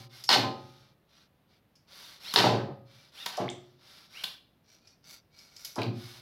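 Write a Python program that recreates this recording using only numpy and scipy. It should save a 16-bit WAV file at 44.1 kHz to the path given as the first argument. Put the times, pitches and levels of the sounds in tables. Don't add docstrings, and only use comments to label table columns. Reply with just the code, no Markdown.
import sys
import numpy as np
from scipy import signal
from scipy.fft import rfft, irfft
from scipy.io import wavfile

SR = 44100
rng = np.random.default_rng(int(sys.argv[2]) if len(sys.argv) > 2 else 0)


def inscribe(sig):
    pcm = np.round(np.clip(np.atleast_2d(sig).T, -1, 1) * 32767)
    wavfile.write(sys.argv[1], SR, pcm.astype(np.int16))


N = 274026
TIME = np.arange(N) / SR
SWING_LEAD_S = .032

# bite_s, bite_db, swish_db, top_pitch_hz, lift_db, lift_length_s, thud_db
CHOPS = [(2.337, -29, -45.5, 4350, -50, 0.35, -14), (3.259, -35.5, -50, 3697, -59, 0.29, -40),
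         (4.2364, -37, -51, 3058, -55, 0.33, -21)]
# start_s, slap_db, slap_low_hz, cavity_db, splash_db, pocket_db, length_s
PLUNGES = [(0.303, -27.5, 189, -21.5, -22, -19.5, 0.076), (2.366, -20, 130, -16, -22.5, -26, 0.099),
           (3.372, -21, 432, -21.5, -28.5, -30.5, .034), (5.758, -26, 330, -16.5, -22.5, -33, .028)]
# start_s, thud_db, ring_db, strongest_pitch_hz
KNOCKS = [(.001, -43, -44.5, 117.4), (.435, -28, -24.5, 945), (2.52, -19.5, -29, 588),
          (3.42, -31, -37, 365), (5.858, -18, -35.5, 335)]


def carrot_cracks(first_force=.7, snap_fade_s=.0026):
    # start_s, snap_db, chunk_pitch_hz, ring_db, tear_db, tear_build_s, tear_fade_s
    splits = [(0.2901, -12.5, 4730, 5, -17, 0.058, 0.0075), (2.36, -10, 3870, 5.5, -20, 0.027, 0.05),
              (3.263, -19, 3580, -6, -44.5, 0.091, 0.057), (4.2403, -37, 3460, 23.5, -64, 0.028, 0.011)]
    # pitch_hz, width_hz, level_db
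    carrot_modes = [(755, 66, -5), (1895, 59, -1.5), (3000, 240, -1.5), (3760, 73, -5.5), (4320, 350, 2.5),
                    (5050, 390, 0.5)]
    # frequency_hz, level_db
    crack_colour = [(50, -31.5), (200, -7.5), (600, -5.5), (950, 3.5), (1500, -2), (2300, -7), (3500, -5),
                    (5000, -6.5), (6500, -14.5), (9000, -23), (12000, -22), (16000, -31)]
    out, t = np.zeros(N), TIME[:12000]
    fractures, fibres = grains(per_s=9000, spread_db=2), grains(per_s=3500, spread_db=3)
    for s, snap_db, hz, ring_db, tear_db, build_s, fade_s in splits:
        snap = from_db(snap_db) * burst(fractures, s, snap_fade_s, rise_s=.000054)
        force = np.interp(t, [0, build_s], [first_force, 1])
        force *= np.exp(-np.maximum(t - build_s, 0) / fade_s)
        tear = from_db(tear_db) * shaped(fibres, s, force)
        add(out, s, snap + from_db(ring_db - 6) * resonance(snap, hz, width_hz=570))
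        add(out, s, tear + from_db(-10) * resonance(tear, .75 * hz, width_hz=1700))
    return colour(from_db(-7) * out + from_db(-18.5) * modes(out, carrot_modes), crack_colour)


def blade_bites(bite_fade_s=.0056, firm_db=-41, db_per_octave=7):
    # start_s, level_db
    nicks = [(.238, -40.5), (1.754, -54), (3.369, -42.5), (4.872, -51.5), (5.04, -55), (5.106, -51),
             (5.387, -50), (5.564, -46), (5.647, -37), (5.756, -43.5)]
    # frequency_hz, level_db
    nick_colour = [(100, -5.5), (600, -9.5), (1100, 1), (1800, -5.5), (3200, -2.5), (4800, -1.5),
                   (6500, -7.5), (9000, -14.5), (11000, -4.5), (16000, -16.5)]
    out, thuds, fractures = np.zeros(N), np.zeros(N), grains(per_s=5400, spread_db=-.5)
    for s, db, *_, thud_db in CHOPS:
        bite = burst(fractures, s, bite_fade_s, rise_s=.0013)
        add(out, s, from_db(db) * cut(bite, 404, "high"))
        add(thuds, s, band_burst(fractures, s, thud_db, bite_fade_s, band_hz=(140, 430)))
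    for s, db in nicks:
        top_hz = 11980 * 2 ** ((db - firm_db) / db_per_octave)
        crackle = cut(burst(fractures, s, fade_s=.009, rise_s=.00083), 3150, "high")
        creak = from_db(-6) * resonance(crackle, 5070, width_hz=660)
        add(out, s, from_db(db - 5) * (cut(crackle, top_hz, "low") + creak))
    return from_db(7.5) * colour(out, nick_colour) + thuds


def water_plunges():
    # frequency_hz, level_db
    plunge_colour = [(40, -37), (75, -20.5), (120, 6.5), (170, -6.5), (220, -0.5), (300, -3), (370, 0.5),
                     (450, -5.5), (780, -6.5), (1100, -5.5), (2000, 8.5), (5000, -9.5), (8000, -18.5)]
    churn, splash, eddies = np.zeros(N), np.zeros(N), froth()
    spray, deep_eddies = grains(per_s=6800, spread_db=3.5), np.roll(eddies, SR)
    for s, slap_db, low_hz, cavity_db, splash_db, _, length_s in PLUNGES:
        opens = cavity_opens(s, length_s)
        add(churn, s, band_burst(eddies, s, slap_db, length_s, (low_hz, 1060), rise_s=.004))
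        add(churn, opens, band_burst(deep_eddies, opens, cavity_db, .91 * length_s, (79, 890)))
        add(splash, opens, band_burst(spray, opens, splash_db, .43 * length_s, (900, 4800), rise_s=.012))
    for s, thud_db, *_ in KNOCKS:
        add(churn, s, band_burst(eddies, s, thud_db, fade_s=.032, band_hz=(72, 276)))
    return from_db(1.84) * colour(churn, plunge_colour) + splash


def cavity_opens(start_s, length_s):
    return start_s + .74 * length_s


def froth(cycles=13):
    edges_hz, crowd = np.geomspace(90, 1200, 13), 0
    for low, high in zip(edges_hz, edges_hz[1:]):
        hz = rng.uniform(low, high)
        ringing = resonance(grains(per_s=70, spread_db=2.5), hz, hz / cycles)
        crowd += np.sqrt(2 * (high - low) / SR) * ringing
    return np.sqrt(.5) * (crowd + rng.standard_normal(N))


def bubbles_and_drops(ring_cycles=17, drop_fade_s=.0028, drop_span=1.37):
    # start_s, level_db, pitch_hz
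    bubbles = [(.293, -22, 864), (2.441, -13, 852), (2.468, -8.5, 778), (3.383, -19.5, 700),
               (3.481, -26.5, 2020), (3.49, -20, 3230)]
    # start_s, level_db, pitch_hz
    drops = [(3.5, -31, 6100), (5.817, -16, 3000), (5.831, -21.5, 3670), (5.864, -35, 2630)]
    out, spatter = np.zeros(N), rng.standard_normal(N)
    for s, *_, pocket_db, length_s in PLUNGES:
        add(out, cavity_opens(s, length_s), bubble(pocket_db, hz=785, t60_s=.06))
    for s, db, hz in bubbles:
        add(out, s, bubble(db, hz, ring_cycles / hz))
    for s, db, hz in drops:
        tick = band_burst(spatter, s, db, drop_fade_s, (hz / drop_span, hz * drop_span), rise_s=.0006)
        contact_click = from_db(db - 31) * burst(spatter, s, drop_fade_s, rise_s=.00057)
        add(out, s, tick + contact_click)
    return from_db(3) * out


def bubble(db, hz, t60_s, climb=.33):
    t = TIME[:8000]
    pitch_hz = hz * (1 + climb * np.minimum(t / t60_s, 1))
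    return from_db(db - 60 * t / t60_s) * (1 - np.exp(-t * hz)) * np.sin(phase_of(pitch_hz))


def bowl_ring(rise_s=.0042, db_per_octave=33, max_loss_db=15):
    # pitch_hz, level_db, t60_s
    bowl_modes = [(118.4, -0.5, 0.8), (133, -2, 1), (199.5, -4.5, 0.11), (235, -5, 0.64), (347, -3.5, 0.6),
                  (359, 1, 0.71), (546.5, -2.5, .75), (581, -6, 0.59), (773, 1, 0.53), (859, -11.5, 0.7),
                  (1030, -1.5, 0.38), (1248, -8.5, 0.9)]
    out, t = np.zeros(N), TIME[:SR]
    attack = 1 - np.exp(-t / rise_s)
    for s, _, ring_db, strongest_hz in KNOCKS:
        for hz, db, t60_s in bowl_modes:
            loss_db = min(db_per_octave * abs(np.log2(hz / strongest_hz)), max_loss_db)
            decay = from_db(ring_db + db - loss_db - 60 * t / t60_s)
            add(out, s, attack * decay * np.sin(2 * np.pi * hz * t))
    return out


def blade_swishes(rise_s=.088, fall_s=.042):
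    # pitch_ratio, level_db
    swish_bands = [(.52, -8.5), (.76, -2.5), (1, 4), (1.33, -9.5)]
    pitch_hz, gain = np.zeros(N), np.zeros(N)
    for bite_s, _, db, top_hz, *_ in CHOPS:
        s = bite_s - SWING_LEAD_S
        speed, moving = hand_move(s, rise_s, fall_s)
        pitch_hz += top_hz * (.5 + .5 * speed) * moving
        gain += from_db(db) * speed ** 2
    phase, hiss = phase_of(pitch_hz), 0
    for ratio, db in swish_bands:
        eddies = cut(rng.standard_normal((2, N)), 120, "low")
        band = eddies[0] * np.sin(ratio * phase) + eddies[1] * np.cos(ratio * phase)
        hiss += from_db(db) * rms_one(band)
    return gain * hiss


def blade_squeaks(jitter=.0071):
    # start_s, end_s, level_db, pitch_hz
    squeaks = [(0.265, 0.289, -35, 5457), (2.337, 2.347, -40.5, 4040)]
    out, waver = np.zeros(N), rms_one(cut(rng.standard_normal(N), 390, "low"))
    for start_s, end_s, db, hz in squeaks:
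        swell = np.interp(TIME, [start_s, end_s, end_s + .002], [0, 1, 0])
        out += from_db(db) * swell * np.sin(phase_of(hz * (1 + jitter * waver)))
    return out


def sawing():
    # fastest_s, length_s, level_db
    strokes = [(4.73, 0.2, -60), (4.89, 0.19, -63), (5.12, 0.2, -51), (5.42, 0.25, -57), (5.66, 0.39, -53)]
    # frequency_hz, level_db
    saw_colour = [(300, -7.5), (1200, -7), (3200, -6), (4300, 0.5), (5400, -4), (7200, -7.5), (9000, -12.5),
                  (11100, -6), (16000, -13.5)]
    return friction(even_strokes(strokes), saw_colour, grains(per_s=1600, spread_db=1.5),
                    blade_db=-5.5, brighten=.91, steepness=1.44, flutter_db=.5)


def brushing(lift_rest_s=.12, arm_rise_s=.11, arm_fall_s=.19):
    # fastest_s, length_s, level_db
    shifts = [(.01, 0.15, -53.5), (.185, 0.19, -52), (.7, 0.51, -61), (1.18, 0.21, -62.5),
              (1.54, 0.13, -68.5), (3.66, 0.36, -69), (6.09, 0.34, -50.5)]
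    # frequency_hz, level_db
    brush_colour = [(100, -10), (450, -9.5), (800, -6), (1400, -4), (2500, -7), (3700, 0), (5200, -3.5),
                    (7000, -15.5), (8700, -18), (11000, -11.5), (16000, -22)]
    strokes = even_strokes(shifts)
    for bite_s, _, swish_db, _, lift_db, lift_s, _ in CHOPS:
        strokes += even_strokes([(bite_s - lift_rest_s - lift_s / 2, lift_s, lift_db)])
        strokes.append((bite_s - SWING_LEAD_S, arm_rise_s, arm_fall_s, swish_db + .6))
    return friction(strokes, brush_colour, grains(per_s=3800, spread_db=.5),
                    blade_db=-14, brighten=.5, steepness=.81, flutter_db=0)


def friction(strokes, spectrum, grit, blade_db, brighten, steepness, flutter_db, full_treble_db=-51.5):
    # pitch_hz, width_hz, level_db
    blade_modes = [(1400, 29, -5), (2329, 34, 2), (3730, 24, -9), (4500, 120, -8), (5005, 180, -1),
                   (5780, 90, 3), (8200, 89, -9.5), (12100, 53, -6)]
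    rub, gain = np.zeros(N), np.zeros(N)
    catch_and_slip = from_db(flutter_db * rms_one(cut(rng.standard_normal(N), 45, "low")))
    for s, rise_s, fall_s, db in strokes:
        speed, moving = hand_move(s, rise_s, fall_s)
        level = from_db(db) * speed[moving] ** steepness
        gripped = [(hz * (1 + .04 * rng.normal()), width_hz, mode_db + 3 * rng.normal())
                   for hz, width_hz, mode_db in blade_modes]
        scrape = grit[moving] + from_db(blade_db) * modes(grit[moving], gripped)
        rub[moving] += level * catch_and_slip[moving] * rms_one(colour(scrape, spectrum))
        gain[moving] += level
    dull = signal.sosfiltfilt(signal.butter(3, 6500, fs=SR, output="sos"), rub)
    treble_share = np.clip(gain / from_db(full_treble_db), 1e-6, 1) ** brighten
    return dull + treble_share * (rub - dull)


def near_surfaces(x):
    # delay_s, level_db
    echoes = [(.0014, -23.5), (.0033, -24.5), (.0052, -13.5)]
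    echoed = x + sum(from_db(db) * np.pad(x, (round(delay_s * SR), 0))[:N] for delay_s, db in echoes)
    return echoed / np.sqrt(1 + sum(from_db(db) ** 2 for _, db in echoes))


def kitchen_reverb(x, build_up_s=.0051):
    # frequency_hz, t60_s
    decay_times = [(100, 0.8), (300, 0.41), (1000, 0.38), (4000, 0.4), (7000, 0.31), (14000, 0.32)]
    t, edges_hz, tail = TIME[:SR], np.geomspace(50, 18000, 11), 0
    for low, high in zip(edges_hz, edges_hz[1:]):
        decay = from_db(-60 * t / at_hz(decay_times, np.sqrt(low * high)))
        band = cut(rng.standard_normal(SR), [low, high], "band") * decay
        tail += rms_one(band * (1 - np.exp(-t / build_up_s))) * np.sqrt(2 * (high - low)) / SR
    return signal.oaconvolve(x, tail)[:N]


def room_tone():
    # frequency_hz, level_db
    floor_colour = [(15, -48), (25, -5.5), (43, -6.5), (161, -2), (451, -12.5), (575, -12.5), (734, -15),
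                    (818, -17.5), (2280, -24), (3820, -26.5), (7510, -41), (13600, -31.5), (16000, -38.5)]
    return from_db(-68) * colour(rng.standard_normal(N), floor_colour)


def hand_move(s, rise_s, fall_s):
    speed = np.sin(np.interp(TIME, [s - rise_s, s, s + fall_s], [0, np.pi / 2, np.pi]))
    return speed, (TIME > s - rise_s) & (TIME < s + fall_s)


def even_strokes(rows):
    return [(s, length_s / 2, length_s / 2, db) for s, length_s, db in rows]


def grains(per_s, spread_db):
    sizes = from_db(spread_db * np.minimum(rng.exponential(1, N), 4))
    return rms_one(sizes * rng.choice([-1, 1], N) * (rng.random(N) < per_s / SR))


def burst(source, s, fade_s, rise_s):
    t = TIME[:12000]
    return shaped(source, s, np.exp(-t / fade_s) * (1 - np.exp(-(t / rise_s) ** 2)))


def band_burst(source, s, db, fade_s, band_hz, rise_s=.0011):
    return from_db(db) * cut(burst(source, s, fade_s, rise_s), band_hz, "band", order=4)


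def shaped(source, s, envelope):
    at = round(s * SR)
    piece = source[at:at + len(envelope)] * envelope
    return piece * np.sqrt(np.sum(envelope ** 2) / (np.sum(piece ** 2) + 1e-12))


def resonance(x, hz, width_hz):
    r = np.exp(-np.pi * width_hz / SR)
    feedback = [1, -2 * r * np.cos(2 * np.pi * hz / SR), r * r]
    return signal.lfilter(np.sqrt((1 - r * r) / 2) * np.array([1, 0, -1]), feedback, x + 1e-18)


def modes(x, table):
    ringing = sum(from_db(db) * resonance(x, hz, width_hz) for hz, width_hz, db in table)
    return ringing / np.linalg.norm(from_db([db for *_, db in table]))


def colour(x, spectrum, size=4096):
    gain = rms_one(from_db(at_hz(spectrum, np.arange(size // 2 + 1) * SR / size)))
    cepstrum = irfft(np.log(gain))
    cepstrum[1:size // 2] *= 2
    cepstrum[size // 2 + 1:] = 0
    return signal.oaconvolve(x, irfft(np.exp(rfft(cepstrum))))[:len(x)]


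def cut(x, hz, kind, order=2):
    sections = signal.butter(order, np.clip(hz, 10, .45 * SR), kind, fs=SR, output="sos")
    return signal.sosfilt(sections, x + 1e-18)


def at_hz(points, hz):
    points = np.array(points)
    return np.interp(np.log(np.maximum(hz, 1)), np.log(points[:, 0]), points[:, 1])


def phase_of(hz):
    return 2 * np.pi * np.cumsum(hz) / SR


def from_db(db):
    return 10 ** (np.asarray(db) / 20)


def rms_one(x):
    return x / np.sqrt(np.mean(x ** 2) + 1e-20)


def add(track, s, sound):
    at = round(s * SR)
    track[at:at + len(sound)] += sound[:N - at]


def scene():
    cracks, bites = near_surfaces(carrot_cracks()), blade_bites()
    bubbles = bubbles_and_drops()
    blade = blade_swishes() + blade_squeaks()
    plunges = water_plunges()
    rubbing = near_surfaces(brushing() + sawing())
    close = cracks + bites + bubbles + blade + plunges + bowl_ring() + rubbing
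    reverb_send = (from_db(-3) * (cracks + bites) + from_db(.5) * plunges
                   + from_db(-4) * bubbles + from_db(-14.5) * blade)
    return (close + kitchen_reverb(reverb_send) + room_tone())[None]


def record(dry):
    top_cut = signal.ellip(10, .2, 80, 15900, fs=SR, output="sos")
    return signal.sosfilt(top_cut, cut(dry, 45, "high"))


dry = scene()
out = record(dry)
inscribe(out)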